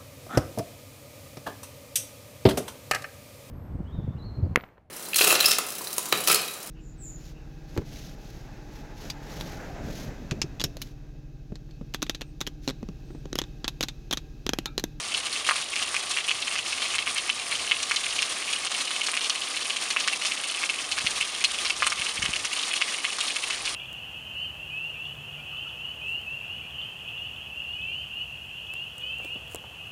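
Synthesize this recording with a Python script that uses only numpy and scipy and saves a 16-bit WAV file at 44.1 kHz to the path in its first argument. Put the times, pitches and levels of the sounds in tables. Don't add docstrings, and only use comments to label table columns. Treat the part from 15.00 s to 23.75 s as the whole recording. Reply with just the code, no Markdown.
import sys
import numpy as np
from scipy import signal
from scipy.fft import rfft, irfft
from scipy.io import wavfile

SR = 44100
rng = np.random.default_rng(int(sys.argv[2]) if len(sys.argv) > 2 else 0)


def waveform_to_disk(signal):
    frames = np.transpose(np.atleast_2d(signal))
    scaled = np.clip(frames, -1, 1) * 32767
    samples = np.round(scaled).astype(np.int16)
    wavfile.write(sys.argv[1], SR, samples)


N = 385875
TIME_S = np.arange(N) / SR


def from_db(db):
    return 10 ** (np.asarray(db) / 20)


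def rms_one(x):
    return x / np.sqrt(np.mean(x ** 2) + 1e-20)


def in_time(rows):
    return np.interp(TIME_S, *np.transpose(rows))


def band(x, low_hz, high_hz, order=2):
    sos = signal.butter(order, [low_hz, high_hz], "band", fs=SR, output="sos")
    return signal.sosfilt(sos, x + 1e-18)


def noise_band(low_hz, high_hz, order=2):
    return rms_one(band(rng.standard_normal(N), low_hz, high_hz, order))


def colour(x, points):
    hz, db = np.transpose(points)
    bins_hz = np.maximum(np.fft.rfftfreq(N, 1 / SR), 1)
    gain_db = np.interp(np.log(bins_hz), np.log(hz), db)
    return irfft(rfft(x) * from_db(gain_db), N)


def drift(knots_per_s):
    knots = rng.standard_normal(4000)
    return np.interp(TIME_S * knots_per_s, np.arange(len(knots)), knots)


def resonance(x, hz, width_hz):
    radius = np.exp(-np.pi * width_hz / SR)
    zeros = np.array([1, 0, -1]) * (1 - radius ** 2) / 2
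    poles = [1, -2 * radius * np.cos(2 * np.pi * hz / SR), radius ** 2]
    return signal.lfilter(zeros, poles, x + 1e-18)


def pulse(low_hz, high_hz, order=2, size=1500):
    shape = band(signal.unit_impulse(size), low_hz, high_hz, order)
    return shape / np.abs(shape).max()


def add(track, s, sound):
    at = int(np.clip(round(s * SR), 0, N - 1))
    track[at:at + len(sound)] += sound[:N - at]


# (frequency [Hz], relative level [dB])
RAIN_SPECTRUM = [(40, -30), (120, -18.5), (270, -7), (550, -6.5), (740, -3), (950, -7), (1170, 1.5),
                 (1400, -8.5), (1900, -4.5), (2800, -2.5), (3700, -2), (5200, -5), (7500, -7.5),
                 (10000, -10)]
HISS_DB, FLICKER_SPREAD_DB = -34.5, 3


def far_rain():
    hiss = rms_one(colour(rng.standard_normal(N), RAIN_SPECTRUM))
    steady = colour(hiss, [(900, -4.5), (2200, -27)])
    flickering = (hiss - steady) * from_db(FLICKER_SPREAD_DB * drift(55))
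    return from_db(HISS_DB) * (steady + flickering)


def impacts(per_s, spread_db):
    sizes = from_db(spread_db * np.minimum(rng.exponential(1, N), 3))
    return sizes * rng.choice([-1, 1], N) * (rng.random(N) < per_s / SR)


PATTER_DB, BASE_DROPS_PER_S, FLURRY_SPREAD_DB = -39, 2400, 6.0


def patter():
    pitches_hz = np.geomspace(1100, 10500, num=14)
    per_s = BASE_DROPS_PER_S / len(pitches_hz) * from_db(FLURRY_SPREAD_DB * drift(60))
    out = 0
    for hz in pitches_hz:
        out = out + resonance(impacts(per_s, spread_db=6.5), hz, width_hz=hz * 0.22)
    return from_db(PATTER_DB) * rms_one(out)


# (time [s], level [dB])
ENGINE_LEVEL = [(0, -60), (.5, -69), (2.2, -67.5), (3.2, -67), (3.8, -78)]


def far_engine():
    return from_db(in_time(ENGINE_LEVEL)) * noise_band(77.0, 100)


# (time [s], level [dB])
DRAUGHT_LEVEL = [(0, -63), (3.3, -65.5), (4.2, -73), (5.7, -72), (6.05, -56), (6.35, -67), (6.85, -55),
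                 (7.1, -64), (7.24, -46), (7.65, -72), (8.35, -68), (8.65, -55)]


def draught():
    return from_db(in_time(DRAUGHT_LEVEL)) * noise_band(38, 134)


NEAR_EDGE_TICK_DB = -26.0
REACH = 2.1
USUAL_TICK_HZ, TICK_LOG_SPREAD = 2820, 0.21


def scattered_drops(count=380):
    moment, spot = rng.random((count, 2)).T
    times_s = (np.arange(count) + 2 * moment) * N / SR / (count + 1)
    distance = np.sqrt(1 + (REACH ** 2 - 1) * spot)
    hz = USUAL_TICK_HZ * np.exp(TICK_LOG_SPREAD * rng.standard_normal(count))
    return np.column_stack([times_s, hz, NEAR_EDGE_TICK_DB - 20 * np.log10(distance)])


# (time [s], tick pitch [Hz], tick level before breakup [dB])
LIGHT_TICKS = [(0.1414, 2930, -18), (0.172, 3400, -21.5), (0.3279, 4200, -19.0), (0.3567, 2600, -23),
               (0.445, 2510.0, -24), (0.4668, 3580, -19), (0.631, 3700, -26.5), (0.732, 2400, -23.5),
               (0.792, 2300, -25), (0.8201, 3130, -19.5), (0.9608, 2350, -19.5), (1.1359, 3460.0, -24),
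               (1.1809, 2560, -21), (1.2792, 2680, -19.5), (1.289, 2800, -17.5), (1.4198, 3150, -20),
               (1.4748, 2400, -21), (1.5843, 2640, -21), (1.7235, 2400, -21.5), (1.7995, 2850, -23),
               (1.8207, 2600, -16.5), (1.856, 2600, -24), (1.8993, 3730, -24.5), (1.9836, 3730, -16.5),
               (2.02, 2600, -25), (2.0901, 2680, -25), (2.1768, 3200, -17.5), (2.392, 3280, -23.5),
               (2.5125, 3500, -21), (2.5487, 3050, -23), (2.762, 2700, -24), (2.7875, 3500, -24.5),
               (2.8937, 3460.0, -24), (3.0336, 3440, -24), (3.0602, 2140.0, -22.5), (3.102, 3900, -22),
               (3.1845, 2730, -18.5), (3.4848, 2850, -24), (3.5283, 3020, -17.5), (3.556, 2800, -24.5),
               (3.7431, 3180, -21.5), (3.802, 2900, -25), (3.8731, 2600, -23.5), (3.9582, 2970, -21),
               (4.0108, 2580, -22.0), (4.0342, 3500, -21), (4.2092, 3050, -20), (4.2395, 3560, -18.5),
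               (4.2554, 3030, -23), (4.3524, 2830, -21.5), (4.4145, 2980, -22.5), (4.5671, 2900, -20),
               (4.604, 3100, -28), (4.6232, 4250, -22), (4.6996, 3000, -18.5), (4.7627, 2700, -20),
               (5.1279, 2530, -20.5), (5.2156, 2300, -22), (5.3143, 2420.0, -22.5), (5.4373, 3330.0, -22),
               (5.493, 3000, -24), (5.542, 3000, -23), (5.6919, 2500, -18.5), (5.7835, 2830.0, -25),
               (6.0031, 2510.0, -24), (6.0654, 2270, -17), (6.161, 2980, -24.5), (6.2057, 2570, -18.5),
               (6.2208, 2480, -23), (6.344, 3400, -26), (6.4086, 2140.0, -24), (6.539, 2800, -24.5),
               (6.582, 2800, -24.5), (6.6671, 3900.0, -20), (6.8389, 3000, -24), (6.9919, 3480, -23),
               (7.0141, 2560, -21.5), (7.062, 2510.0, -22.5), (7.088, 3100, -25), (7.2219, 1980.0, -20),
               (7.331, 2600, -21), (7.3585, 2770, -19), (7.5295, 2980, -24), (7.5597, 2860, -23.5),
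               (7.5906, 3200.0, -22), (7.6289, 3060, -17.5), (7.7332, 2460, -19.5), (7.7606, 3500, -23),
               (7.7715, 3100, -24), (7.94, 2770, -22.5), (8.1235, 2450, -22), (8.2763, 3550, -22),
               (8.3007, 2510.0, -22.5), (8.3609, 2740, -20), (8.4332, 2540, -21.5), (8.5241, 2600, -25),
               (8.6539, 3420, -17.5), (8.6722, 2580, -21.5)]
LIGHT_PLOP_DB, LIGHT_SPRAY_DB = -16.5, -8.5
USUAL_SPRAY_HZ, SPRAY_LOG_SPREAD = 5460, 0.53


def light_drops():
    s, hz, db = np.vstack([LIGHT_TICKS, scattered_drops()]).T
    spray_hz = USUAL_SPRAY_HZ * np.exp(SPRAY_LOG_SPREAD * rng.standard_normal(len(s)))
    spray_hz = np.minimum(spray_hz, 10000)
    return np.column_stack([s, hz, db, db + LIGHT_PLOP_DB, spray_hz, db + LIGHT_SPRAY_DB])


def crackle(rise_s, decay_s, grain_db, size=1500):
    age_s = np.arange(size) / SR
    grains = rng.standard_normal(size) * from_db(grain_db * rng.standard_normal(size))
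    return rms_one(grains) * (1 - np.exp(-age_s / rise_s)) * np.exp(-age_s / decay_s)


def spatter(hz):
    fragments = crackle(rise_s=0.0007, decay_s=0.0044, grain_db=6.5)
    return rms_one(band(fragments, hz / 1.47, hz * 1.47))


# (tick level [dB], amplitude share that stays one click [0-1])
SOLID_SHARE = [(-32.5, 0.76), (-18.5, .96)]
TICK_HALF_WIDTH, WIDTH_LOG_SPREAD = 0.23, 0.29
SPATTER_DB = -18.5


def tick(hits, s, hz, db, blunt):
    width = np.exp(WIDTH_LOG_SPREAD * blunt)
    edges_hz = hz * np.exp(TICK_HALF_WIDTH * width * np.array([-1, 1]))
    solid = np.interp(db, *np.transpose(SOLID_SHARE))
    add(hits, s - .0002, -from_db(db) * solid * np.sqrt(width) * pulse(*edges_hz))
    add(hits, s, from_db(db + SPATTER_DB) * np.sqrt(1 - solid ** 2) * spatter(hz))


BUBBLE_DECAY_S, BUBBLE_RISE_PER_S = 0.0036, 14


def bubble(hz, size=1500):
    age_s = np.arange(size) / SR
    cycles = hz * age_s * (1 + BUBBLE_RISE_PER_S * age_s / 2)
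    return np.sin(2 * np.pi * cycles) * np.exp(-age_s / BUBBLE_DECAY_S)


KNOCK_DB = -14


def plop():
    return pulse(1017, 2000, order=3) - from_db(KNOCK_DB) * pulse(447, 940)


SPRAY_DECAY_S, SPRAY_DECAY_LOG_SPREAD = 0.0051, 0.21
SPRAY_RING_DB, SPRAY_RING_WIDTH_HZ = 7.0, 1640


def spray(hz, db, high):
    decay_s = SPRAY_DECAY_S * np.exp(SPRAY_DECAY_LOG_SPREAD * high)
    droplets = from_db(db) * crackle(rise_s=0.0017, decay_s=decay_s, grain_db=8.5)
    return droplets + from_db(SPRAY_RING_DB) * resonance(droplets, hz, SPRAY_RING_WIDTH_HZ)


# (time [s], tick pitch [Hz], tick level before breakup [dB],
# plop level [dB], spray pitch [Hz], spray level before ringing [dB])
FAT_DRIPS = [(0.49, 2550, -17.5, -11.5, 4400.0, -26), (0.5106, 4450, -24, -11.5, 9000.0, -26),
             (0.558, 2800, -25, -24, 4400.0, -27), (0.7582, 2400, -24, -34, 4400.0, -25),
             (0.9438, 2230.0, -24, -22.5, 4400.0, -25.5), (1.1097, 3800, -19.5, -34, 6500.0, -25),
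             (1.1668, 2200, -19.5, -29, 4400.0, -39), (1.3086, 2510.0, -18, -27, 4400.0, -30.5),
             (1.5558, 2300, -22, -27, 4400.0, -31), (1.9389, 2520, -21.5, -29, 7500.0, -30),
             (1.9517, 2460, -22, -26, 7500.0, -22), (2.0709, 2530, -20, -23.5, 4400.0, -42.0),
             (2.2941, 2720, -15, -25, 4000, -23), (2.521, 2090, -24, -28, 4000, -29),
             (2.7128, 2720.0, -10.5, -25.5, 4400.0, -36), (2.8285, 2950.0, -24, -32, 5700.0, -23),
             (2.9117, 1920, -15.5, -20.5, 5700.0, -26.5), (2.9607, 2720.0, -24, -36, 4400.0, -23),
             (3.2224, 2650, -19.5, -26, 5000.0, -20), (3.649, 4420, -18, -30, 8750, -27),
             (3.6661, 3100, -20.5, -27.5, 4400.0, -28), (3.7167, 3750.0, -21, -25, 6500.0, -28),
             (3.9077, 3460.0, -20, -24, 9000.0, -26), (4.0653, 2620.0, -29, -31, 5000.0, -23),
             (4.0858, 2400, -23, -21, 7500.0, -28), (4.1349, 2470, -23, -25.5, 5700.0, -33),
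             (4.1681, 2430, -20.5, -25.0, 4400.0, -24), (4.2975, 2860, -21, -28, 4400.0, -19),
             (4.9041, 2230.0, -28, -28, 4400.0, -22), (4.9638, 2540, -16, -18.5, 4400.0, -42.0),
             (5.0007, 2950.0, -21, -31.5, 4970, -23.5), (5.0768, 1850, -16, -21, 5760, -20),
             (5.2503, 3100, -17, -28, 5000.0, -23), (5.2647, 3200.0, -24, -34, 5000.0, -23.5),
             (5.6326, 2450, -20.5, -24, 4400.0, -34), (5.9155, 2300, -29, -36, 4430, -23),
             (5.9806, 1970, -19.5, -25, 4400.0, -27.5), (6.107, 1900.0, -42, -42.0, 6500.0, -23.5),
             (6.4406, 2700, -14, -28, 4400.0, -17.5), (6.6493, 2420.0, -25, -30, 4400.0, -26.5),
             (6.6993, 2600, -19.5, -27.5, 4400.0, -22), (6.8233, 2400, -20, -11.5, 4400.0, -31),
             (6.8673, 3360, -17, -15.5, 8700, -18.5), (6.8984, 1980.0, -37, -30, 5700.0, -25.5),
             (6.9211, 1970, -17.5, -22, 5700.0, -29), (7.2546, 2530, -21.5, -25.5, 4400.0, -27),
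             (7.4477, 2420.0, -25.5, -26, 5700.0, -24.5), (7.8159, 2500, -15.5, -21.5, 4400.0, -27),
             (8.0456, 2510.0, -18.5, -24.5, 7500.0, -27.5), (8.1856, 4060.0, -20, -23, 6500.0, -29),
             (8.2057, 3550, -16.5, -31, 7500.0, -25.5), (8.5016, 2510.0, -21.5, -28, 5700.0, -25.5)]
BUBBLE_DB, BUBBLE_SPREAD_DB = -19.5, 3
CRACK_DB, CRACK_SPREAD_DB = 8.5, 2.5


def drips():
    rows = np.vstack([FAT_DRIPS, light_drops()])
    hits, bright = np.zeros(N), np.zeros(N)
    plop_sound = plop()
    chance = np.clip(rng.standard_normal((len(rows), 4)), -1.5, 1.5)
    for row, (blunt, trapped, hard, high) in zip(rows, chance):
        s, tick_hz, tick_db, plop_db, spray_hz, spray_db = row
        tick(hits, s, tick_hz, tick_db, blunt)
        bubble_db = tick_db + BUBBLE_DB + BUBBLE_SPREAD_DB * trapped
        add(hits, s + .0006, from_db(bubble_db) * bubble(tick_hz))
        add(hits, s - .0005, -from_db(plop_db) * plop_sound)
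        crack_db = spray_db + CRACK_DB + CRACK_SPREAD_DB * hard
        add(hits, s, -from_db(crack_db) * pulse(spray_hz / 1.43, spray_hz * 1.57))
        add(bright, s, spray(spray_hz, spray_db, high))
    return hits + band(bright, 3300, 19845)


def scatter(x, tail_db, decay_s):
    edges_hz = np.geomspace(900, 14000, num=11)
    keep = np.exp(-1 / (SR * decay_s))
    out = 0
    for low_hz, high_hz in zip(edges_hz, edges_hz[1:]):
        power = signal.lfilter([1 - keep], [1, -keep], band(x, low_hz, high_hz, order=3) ** 2)
        out = out + np.sqrt(power) * noise_band(low_hz, high_hz, order=3)
    return from_db(tail_db) * out


# (mean delay [s], low edge [Hz], high edge [Hz], gain [dB])
REFLECTIONS = [(0.001698, 3760, 5500, -4), (.00505, 2210, 3420, 8), (.00745, 2360, 3970, 0.5),
               (.00555, 350, 9600, -7.5), (0.0065, 200, 11000, -11.5)]
# (frequency [Hz], width [Hz], gain [dB])
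RECESS_MODES = [(1063, 26, 0), (1182, 38, 7), (1400, 27, -8), (2186, 92, -4), (2670, 150, -8.5),
                (3006, 140, -9.5), (3350, 49, -12), (4244, 67, 4.5)]
PATH_SPREAD_S = .0001


def doorway(x):
    out = x.copy()
    for delay_s, low_hz, high_hz, db in REFLECTIONS:
        heard_at_s = TIME_S - delay_s - PATH_SPREAD_S * drift(12)
        out += from_db(db) * np.interp(heard_at_s, TIME_S, band(x, low_hz, high_hz))
    add(out, .001, scatter(out, tail_db=-10, decay_s=0.0066))
    ringing = sum(from_db(db) * resonance(out, hz, width_hz) for hz, width_hz, db in RECESS_MODES)
    return out + ringing


# (time [s], peak level [dB])
CASE_BUMPS = [(6.045, -31), (6.996, -37), (7.191, -32), (7.236, -31), (7.290, -28.5)]


def hand_bumps():
    out = np.zeros(N)
    for s, db in CASE_BUMPS:
        add(out, s, from_db(db) * pulse(50, 235))
    return out


def scene():
    rain = far_rain() + patter()
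    low = far_engine() + draught() + hand_bumps()
    return (rain + low + doorway(drips()))[None, :]


# (frequency [Hz], gain [dB])
MIC_RESPONSE = [(7000, 0.5), (7900, -3), (8600, 3.5), (9800, 2), (10700, -7.5), (11500, -19), (12100, -59),
                (12900, -15), (14600, -26.5)]
CUTOFF_HZ = 15300


def record(dry):
    heard = colour(dry[0], MIC_RESPONSE)
    low_pass = signal.ellip(10, .2, 80, CUTOFF_HZ, fs=SR, output="sos")
    return signal.sosfilt(low_pass, heard)[None, :]


dry = scene()
out = record(dry)
waveform_to_disk(out)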